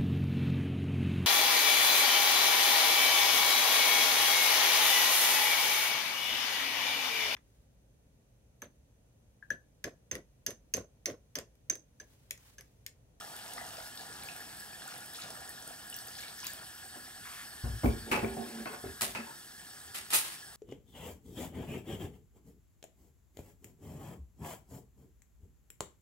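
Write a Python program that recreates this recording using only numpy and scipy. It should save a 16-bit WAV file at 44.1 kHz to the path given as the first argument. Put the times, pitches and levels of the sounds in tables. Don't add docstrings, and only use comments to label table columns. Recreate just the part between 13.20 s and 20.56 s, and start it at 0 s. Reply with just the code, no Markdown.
import sys
import numpy as np
from scipy import signal
from scipy.fft import rfft, irfft, next_fast_len
from scipy.io import wavfile
from scipy.ndimage import uniform_filter1d, map_coordinates

SR = 44100
rng = np.random.default_rng(int(sys.argv[2]) if len(sys.argv) > 2 else 0)


def digitize_waveform(pressure):
    field = np.atleast_2d(pressure).T
    bounded = np.clip(field, -1, 1)
    quanta = np.round(bounded * 32767).astype(np.int16)
    wavfile.write(sys.argv[1], SR, quanta)


N = 324576


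def amp(db):
    return 10 ** (np.asarray(db) / 20)


def unit(x):
    return x / np.sqrt(np.mean(x ** 2) + 1e-20)


def along(points, hz):
    point_hz, value = np.transpose(points)
    return np.interp(np.log(hz + 1), np.log(point_hz + 1), value)


def curves(rows, outside=None):
    seconds, *columns = np.transpose(rows)
    t = np.arange(N) / SR
    return [np.interp(t, seconds, column, outside, outside) for column in columns]


def wobble(rate):
    knots = rng.standard_normal(int(N * rate / SR) + 4)
    return map_coordinates(knots, [np.arange(N) * rate / SR])


def filtered(x, response):
    length = x.shape[-1]
    padded = next_fast_len(length + 8192)
    spectrum = rfft(x, padded) * response(np.fft.rfftfreq(padded, 1 / SR))
    return irfft(spectrum, padded)[..., :length]


def modes(table):
    def response(f):
        total = 0
        for k, (centre, width, db) in enumerate(table):
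            damping = 1j * f * width
            total = total + (-1) ** k * amp(db) * damping / (centre * centre - f * f + damping)
        return total
    return response


# frequency in Hz, left-right likeness from 0 to 1.
NEAR_LIKENESS = [(60, 0.84), (190, 0.89), (340, 0.79), (600, 1), (1100, 1), (10000, 0.99)]


def spread(pair, likeness=NEAR_LIKENESS):
    def mid_and_side(hz):
        turn = np.arccos(np.clip(along(likeness, hz), -1, 1)) / 2
        return np.array([np.cos(turn), np.sin(turn)])
    mid, side = filtered(pair, mid_and_side)
    return np.array([mid + side, mid - side])


def rush(gain, patchy_db):
    z = signal.stft(rng.standard_normal((2, N)), nperseg=512)[2]
    field = rng.standard_normal(z.shape[1:])
    field = uniform_filter1d(uniform_filter1d(field, size=6, axis=0), size=6, axis=1)
    pair = signal.istft(z * amp(patchy_db * unit(field)), nperseg=512)[1][:, :N]
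    return unit(spread(filtered(pair, gain)))


# frequency in Hz, main decay by 60 dB in seconds.
ROOM_DECAY = [(60, 0.55), (250, 0.28), (1000, 0.29), (4000, 0.31), (12000, 0.24)]
# frequency in Hz, left-right likeness from 0 to 1.
TAIL_LIKENESS = [(60, .995), (150, .92), (300, .8), (600, .35), (1500, .15), (10000, .1)]


def tail(seconds):
    hz, t, z = signal.stft(rng.standard_normal((2, round(seconds * SR))), SR, nperseg=256)
    fall_db = -60 * t / along(ROOM_DECAY, hz)[:, None]
    decay = amp(fall_db) + amp(-28 + 0.44 * fall_db)
    x = spread(signal.istft(z * decay, SR, nperseg=256)[1], TAIL_LIKENESS)
    return x / np.linalg.norm(x[0])


# time in seconds, level in dB.
JET_LEVEL = [(0, -50), (4.8, -49.5), (6.4, -52), (7.36, -52)]
# centre in Hz, width in Hz, relative level in dB.
JET_BANDS = [(759, 110, -5), (1320, 120, -7.5), (1440, 18, 3.5), (1530, 90, -7), (1679, 57, 4),
             (1820, 147, -4), (3310, 850, -8.5), (4410, 33, -2), (4563, 54, -3.5), (5240, 34, -0.5),
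             (5380, 26, -6.5), (5650, 180, -8), (8125, 100, 0.5), (8380, 49, -2), (9780, 1240, -12),
             (12500, 430, -8.5)]
# frequency in Hz, relative level in dB per Hz.
HISS_COLOUR = [(18, -52), (30, -18), (66, -5.5), (294, -11), (402, -13.5), (551, -21), (1420, -13.5),
               (1530, -15.5), (1700, -7), (2460, -31), (4490, -18), (6480, -16), (8420, -15.5),
               (13900, -27.5), (15800, -16)]


def burner():
    jet = rush(lambda hz: np.abs(modes(JET_BANDS)(hz)), patchy_db=2.42)
    hiss = rush(lambda hz: amp(along(HISS_COLOUR, hz)), patchy_db=1.0)
    return amp(curves(JET_LEVEL)[0]) * jet + amp(-52.5) * hiss


def blips(s, size, hz, cycles, rise):
    k = np.arange(700)
    age = k * (hz / cycles / SR)[:, None]
    tone = np.sin(2 * np.pi * cycles[:, None] * age * (1 + rise * age / 2))
    wave = size[:, None] * tone * np.exp(-3 * age) * (1 - np.exp(-12 * age))
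    at = (s * SR).astype(int)[:, None] + k
    return np.bincount(at.ravel(), wave.ravel(), N + SR)[:N]


# time in seconds, gurgle in dB, spray in dB.
POUR_LEVELS = [(0.0, -55.5, -54), (0.59, -53, -55), (0.72, -63.5, -55), (0.8, -55, -53.5), (1.53, -64, -65),
               (1.69, -52, -56), (1.92, -67, -65), (1.95, -64, -49.5), (2.07, -53, -56.5),
               (2.41, -65.5, -68), (2.52, -54, -56), (2.55, -67, -78), (3.01, -61.5, -49), (3.12, -60, -62),
               (3.16, -89, -60), (3.27, -66, -48), (3.3, -69, -60), (3.45, -55.5, -65)]
POUR_END = POUR_LEVELS[-1][0]


def swarm(count, centre_hz, octaves, cycles, scatter_db):
    start, detune = rng.random(count) * POUR_END, rng.standard_normal(count)
    loudness = np.minimum(rng.exponential(size=count), 3.5)
    hz = np.clip(centre_hz * 2 ** (octaves * detune), 300, 15000)
    x = blips(start, amp(scatter_db * loudness), hz, np.full(count, cycles), rise=0.43)
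    return x / np.sqrt(np.sum(x ** 2) / (POUR_END * SR))


# start in seconds, level in dB, starting pitch in Hz.
LOUD_BUBBLES = [(0.009, -28.5, 1270), (0.078, -37, 1160), (0.318, -34, 2870), (0.372, -34, 746),
                (0.378, -27, 1200), (0.381, -23, 1900), (0.411, -27, 1890), (0.414, -31, 670),
                (0.459, -35, 660), (0.52, -35, 751), (0.541, -32, 666), (0.583, -28, 640),
                (0.603, -31, 1450), (0.625, -38, 700), (0.688, -46, 1670), (0.801, -38, 730),
                (1.035, -33, 2280), (1.056, -39, 759), (1.087, -22.5, 2520), (1.531, -35, 2400),
                (1.619, -29, 1580), (1.68, -30, 1430), (1.739, -34, 4020), (1.941, -34, 1460),
                (1.987, -30, 1320), (2.035, -37, 3440), (2.149, -36, 5010), (2.191, -39, 730),
                (2.217, -36, 746), (2.477, -37, 707), (2.638, -49, 1670), (2.727, -25, 2840),
                (3.035, -28.5, 2250), (3.182, -29, 5300), (3.19, -48, 1800), (3.231, -32, 1000),
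                (3.253, -33, 3330), (3.264, -35, 1050), (3.269, -22, 4580)]


def bubbles():
    s, db, hz = np.transpose(LOUD_BUBBLES)
    cycles = 10.5 * (hz / 1000) ** 0.35
    return blips(s, amp(db), hz, cycles, rise=0.065)


# start in seconds, level in dB, starting pitch in Hz.
LOUD_SPITS = [(0.1643, -30, 10000), (0.3356, -26.5, 8000), (0.7743, -31.5, 4250), (0.8093, -34, 4360),
              (1.0345, -31, 7900), (1.1638, -29, 8200), (1.3994, -32, 8400), (1.405, -30, 11400),
              (1.62, -36, 3450), (1.6776, -28, 8060), (1.778, -32, 8800), (1.8597, -31, 9400),
              (1.9355, -28, 9920), (2.0203, -32, 4160), (2.1036, -32, 5140), (2.2933, -28, 8650),
              (2.4766, -26, 8450), (2.669, -37, 13500), (2.6998, -26, 9000), (2.7428, -26, 5650),
              (2.765, -23, 13900), (2.7885, -31.5, 5530), (2.793, -37, 13000), (2.8706, -33, 8240),
              (2.874, -31, 11500), (2.9866, -35, 4180), (3.0824, -38, 3830), (3.176, -31, 14800),
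              (3.197, -34, 11000), (3.202, -32, 5640), (3.2455, -27, 12500), (3.268, -25.5, 6750),
              (3.2685, -17, 13200), (3.2745, -33, 9000), (3.3335, -28, 11600), (3.3345, -29, 8250)]


def spits():
    u, z = rng.random(16), rng.standard_normal((16, 2))
    faint_hz = np.clip(7500 * 2 ** (0.43 * z[:, 1]), 2000, 13000)
    faint = np.transpose([u * POUR_END, -36 + 0.44 * z[:, 0], faint_hz])
    s, db, hz = np.transpose(np.vstack([LOUD_SPITS, faint]))
    cycles = np.full(len(s), 13)
    ring = blips(s, amp(db), hz, cycles, rise=0.092)
    snap = blips(s, amp(db + 3.5), hz, np.full(len(s), 1.7), rise=0.089)
    x = ring + snap
    for delay, detune in np.transpose(rng.random((len(s), 3, 2)), (1, 2, 0)):
        octaves = 0.51 * (2 * detune - 1 + 0.32)
        scattered_hz = np.minimum(hz * 2 ** octaves, 15300)
        x = x + blips(s + 0.0018 * delay, amp(db + 3 - 0.99 * delay), scattered_hz, cycles, rise=0.49)
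    return x


# centre in Hz, width in Hz, relative level in dB.
POT_AIR = [(720, 210, -4), (1414, 116, 0.5), (387, 300, -30)]


def water():
    gurgle_db, spray_db = curves(POUR_LEVELS, outside=-120)
    splash_db = spray_db + 2 + 3 * wobble(8.46)
    clumped_db = spray_db + 2.5 * wobble(22)
    drumming_db = np.minimum(gurgle_db, -58) - 5 + 1.5 * wobble(5.14)

    gurgle = swarm(count=1000, centre_hz=852, octaves=0.504, cycles=5.4, scatter_db=1.5)
    splash = swarm(count=900, centre_hz=3700, octaves=0.47, cycles=6.3, scatter_db=3.0)
    spray = swarm(count=2200, centre_hz=8500, octaves=0.6, cycles=5.0, scatter_db=3.5)
    through_pot = unit(filtered(gurgle, modes(POT_AIR)))
    x = amp(gurgle_db) * (0.44 * gurgle + 1.1 * through_pot)
    x = x + amp(splash_db) * splash + amp(clumped_db) * spray + bubbles() + spits()

    near = spread(np.array([x, np.roll(x, 9)]))
    room = signal.fftconvolve(x[None], tail(0.27), axes=1)[:, :N]
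    floor = rush(lambda hz: np.abs(modes([(150, 180, 0)])(hz)), patchy_db=0.0)
    return amp(-5.5) * near + amp(-8) * room + amp(drumming_db) * floor


def causal(db, size=16384):
    cepstrum = irfft(db(np.fft.rfftfreq(size, 1 / SR)) * np.log(10) / 20, size)
    cepstrum[1:size // 2] *= 2
    cepstrum[size // 2 + 1:] = 0
    return irfft(np.exp(rfft(cepstrum)), size)


# centre in Hz, width in Hz, relative level in dB.
CUPBOARD = [(52.5, 10, 13.5), (69.4, 11, 6.5), (110.7, 12.4, 7), (248, 19, 3), (349.6, 22, 4), (452, 29, 1),
            (579, 25, -2.5), (736.5, 28, 1.5), (866, 29, 0), (1080, 12, 3.5), (1268, 43, -5), (1500, 45, 0),
            (1958, 13, 0), (2146, 52, 3), (2347, 40, -6.5), (2600, 115, 4.5)]
# centre in Hz, width in Hz, relative level in dB.
LOOSE_PANEL = [(227, 9, 13.5), (389, 7.1, 7)]
# frequency in Hz, relative level in dB.
ROOM_COLOUR = [(60, -6), (130, -6), (250, -2), (500, 1.5), (1000, 3.5), (8000, 9.5)]


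def strike(colour_db, contact, ring_db, own, room_db):
    t, contact = np.arange(SR // 8) / SR, max(contact, 0.0003)
    crackle = t / contact * np.exp(-t / contact) * rng.standard_normal((2, len(t)))
    crackle = crackle / np.linalg.norm(crackle[0])
    touch = filtered(crackle, lambda hz: 1j * hz / (500 + 1j * hz))
    touch = touch + filtered(t == 0, lambda hz: 500 / (500 + 1j * hz))

    woken = sorted(CUPBOARD + own + [(hz, width, db + ring_db) for hz, width, db in LOOSE_PANEL])
    uneven_db = 2 * rng.standard_normal(len(woken))
    woken = [(hz, width, db + extra) for (hz, width, db), extra in zip(woken, uneven_db)]
    body = filtered(causal(colour_db), lambda hz: 0.69 + modes(woken)(hz))

    room = tail(0.5)
    late = np.arange(room.shape[1]) / SR
    lumps = np.repeat(rng.standard_normal(len(late) // 128 + 1), 128)[:len(late)]
    fill = (1 - np.exp(-late / (2.16 * contact))) ** 2
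    room = room * fill * amp(room_db + 2.5 * lumps)
    sent = filtered(body, lambda hz: amp(along(ROOM_COLOUR, hz)))
    heard = signal.fftconvolve(sent[None], room, axes=1)

    swell = 1 - np.exp(-np.arange(len(body)) / SR / (0.54 * contact))
    direct = signal.fftconvolve(touch, body[None], axes=1)[:, :len(body)]
    heard[:, :len(body)] += swell * direct
    return heard


# start in seconds, weight in dB, knock in dB,
# hardness in Hz above which it dulls, contact in seconds, ring of the loose panel in dB,
# the thing's own pitch in Hz, its own ring in dB, room in dB.
SET_DOWN = [(3.7579, -42, -9, 980, 0.00099, -4, 586, -15, 0.5),
            (4.437, 28.5, -2, 1050, 0.0088, -3, 615, -2, 2.5), (4.467, 12, -12, 700, .0022, -3, 600, 6, -1),
            (4.499, 18, -20, 600, 0.0019, 3, 595, 3, -5), (4.5338, 14, -15, 900, 0.0041, -3, 600, 2, -3),
            (4.635, 17, 9.5, 800, 0.001, -1, 816, 0, 1),
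            (4.6441, 29.5, 19.5, 524, 0.0016, -6.5, 415, 3, -3.5),
            (4.657, 27, 17.5, 504, 0.002, -9, 2310, 26, -6.5),
            (4.676, 11, 6, 450, 0.0031, -10, 2320, 34, -11),
            (4.733, 19.5, -3, 450, 0.0024, -5, 297, -1, -1),
            (4.9147, 5, 9, 2570, 0.00099, -3.5, 2600, 7.5, 0.5),
            (4.927, -1, 1, 2680, .001, -8, 2600, 11.5, 0), (4.944, -2, 9, 600, 0.002, -4.5, 600, 2, -0.5),
            (4.974, 10, 6.5, 950, 0.0012, 1, 851, 8, -6), (5.0264, 15, 11.5, 650, 0.004, 2, 680, 6, -4),
            (5.037, 5, 10, 600, .003, -3, 580, 1.5, -4),
            (5.045, 4, -2.5, 1220, 0.00076, -1, 2370, 21.5, -10),
            (5.075, 11, -16, 497, .003, 12.5, 600, 2, 1.5), (5.1665, -22, 2, 650, 0.003, 0.5, 735, 16, -20),
            (5.174, -20, 3, 596, .003, 2, 732, 14, -1), (5.186, -27, 3, 605, 0.0026, -1.5, 748, 12.5, -12),
            (5.208, -14, -3, 644, 0.003, -12, 732, 16, -14), (5.217, -24, -2, 650, 0.0026, -8, 730, 13, 0),
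            (5.4012, -15, -2.5, 450, 0.0013, -4, 241, 5, 2),
            (5.4573, -29, -2, 1930, 0.00048, -6, 433, 14, 0),
            (5.5306, -34, -6, 1500, 0.00082, -14, 616, -7, 0.5),
            (5.6378, 4, 0.5, 650, 0.0021, -11, 392, 13, -1.5),
            (5.645, -30, -12.5, 1900, 0.0029, -10, 1600, 5, -0.5),
            (5.656, 10.5, -4, 330, 0.0014, -12, 300, -2, 0),
            (5.6823, -7, -10, 350, 0.0017, -14, 300, -3, 4),
            (5.8113, 4, -2.5, 1100, 0.0051, 1.5, 643, 5.5, 6),
            (5.9497, -7, -3, 2920, 0.00055, -1, 1310, 5, 1), (5.985, -20, -1, 500, 0.0035, 1, 324, 3, -8),
            (6.066, -35, -14, 1200, 0.0025, -22, 920, 16.5, -1),
            (6.099, -32, -19, 1600, 0.0023, -15, 1470, 15, -1), ]
# frequency in Hz, relative level in dB per Hz.
THUD_COLOUR = [(35, -28), (80, -1), (160, -18), (320, -38), (1000, -80)]
# frequency in Hz, relative level in dB per Hz.
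KNOCK_COLOUR = [(35, -48), (150, -1.5), (320, 2), (1200, 2), (2700, -1), (3600, -3), (6000, 5.5),
                (15500, 19)]
# start in seconds,
# level in dB, tilt in dB per octave, contact in seconds.
METAL_CLACKS = [(4.914, -15, 1.5, 0.00063), (5.8092, 0.5, 0.1, 0.0013), (6.7437, -6, -1, 0.0034),
                (6.903, -6.5, 0, 0.0019), (6.9244, 2, -3, 0.0031), (6.931, 4, 0, 0.0023),
                (6.9376, -1, 2.5, 0.0016), (6.947, -6, 4.5, 0.003), (7.0394, -5, -1, 0.01),
                (7.12, -14, 0, 0.0018)]
# frequency in Hz, relative level in dB per Hz.
CLACK_COLOUR = [(35, -55), (80, -44), (320, -11), (950, -1), (2000, 0.5), (3000, 0.5), (4000, 0),
                (6000, -4.5), (10000, 2), (13000, -3), (15500, -8)]


def knocks():
    out, hits = np.zeros((2, N + SR)), []
    for s, weight_db, knock_db, hard_hz, contact, ring_db, own_hz, own_db, room_db in SET_DOWN:
        def colour(hz):
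            dull = amp(-18.5 * np.log2(1 + (hz / hard_hz) ** 4) / 4) + amp(-51.5)
            thud = amp(weight_db + along(THUD_COLOUR, hz))
            return 20 * np.log10(thud + amp(knock_db + along(KNOCK_COLOUR, hz)) * dull)
        own = [(own_hz, 0.054 * own_hz, own_db)]
        hits.append((s, strike(colour, contact, ring_db, own, room_db)))
    for s, db, tilt_db, contact in METAL_CLACKS:
        def colour(hz):
            return db + along(CLACK_COLOUR, hz) + tilt_db * np.log2((hz + 30) / 2500)
        hits.append((s, strike(colour, contact, ring_db=1.5, own=[], room_db=0)))
    for s, heard in hits:
        out[:, round(s * SR):][:, :heard.shape[1]] += heard
    return out[:, :N]


# start in seconds, length in seconds, rasp in dB, groan in dB.
SLIDES = [(4.055, 0.18, -48.5, -82), (4.892, 0.022, -54, -40.5), (5.103, 0.099, -59, -47),
          (5.257, 0.17, -53.5, -46), (5.52, 0.034, -55, -64)]
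# frequency in Hz, relative level in dB per Hz.
RASP_COLOUR = [(500, -51), (1000, 4), (2200, 2), (5000, -7), (12000, -6.5), (16000, -16)]


def drags():
    t = np.arange(N) / SR
    rasp, groan = np.zeros(N), np.zeros(N)
    for s, length, rasp_db, groan_db in SLIDES:
        edges = np.minimum((t - s) / 0.04, (s + length - t) / 0.06)
        slide = amp(20 * np.clip(edges, -6, 0))
        rasp += amp(rasp_db) * slide
        groan += amp(groan_db) * slide
    groaning = sorted(CUPBOARD[4:9] + LOOSE_PANEL)
    surface = rush(lambda hz: amp(along(RASP_COLOUR, hz)), patchy_db=1.5)
    cupboard = rush(lambda hz: np.abs(modes(groaning)(hz)), patchy_db=4.0)
    return rasp * surface + groan * cupboard


def scene():
    return burner() + water() + knocks() + drags()


# frequency in Hz, left minus right in dB.
PORT_BALANCE = [(60, 3), (180, -1.5), (600, -0.5), (2000, 1), (5000, 1.5), (9000, -3.5), (14000, 3)]
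# frequency in Hz, lead of the left port in radians.
PORT_LEAD = [(300, 0.027), (700, 1.05), (1100, 1.306), (15000, 1.65)]


def record(dry):
    def microphone(hz):
        balance = amp(np.outer([0.5, -0.5], along(PORT_BALANCE, hz)))
        lead = np.exp(np.outer([0.5j, -0.5j], along(PORT_LEAD, hz)))
        low_cut = np.sqrt(1 + (42 / (hz + 1)) ** 8)
        return balance * lead * (hz < 15700) / low_cut
    return filtered(dry, microphone)


dry = scene()
out = record(dry)
digitize_waveform(out)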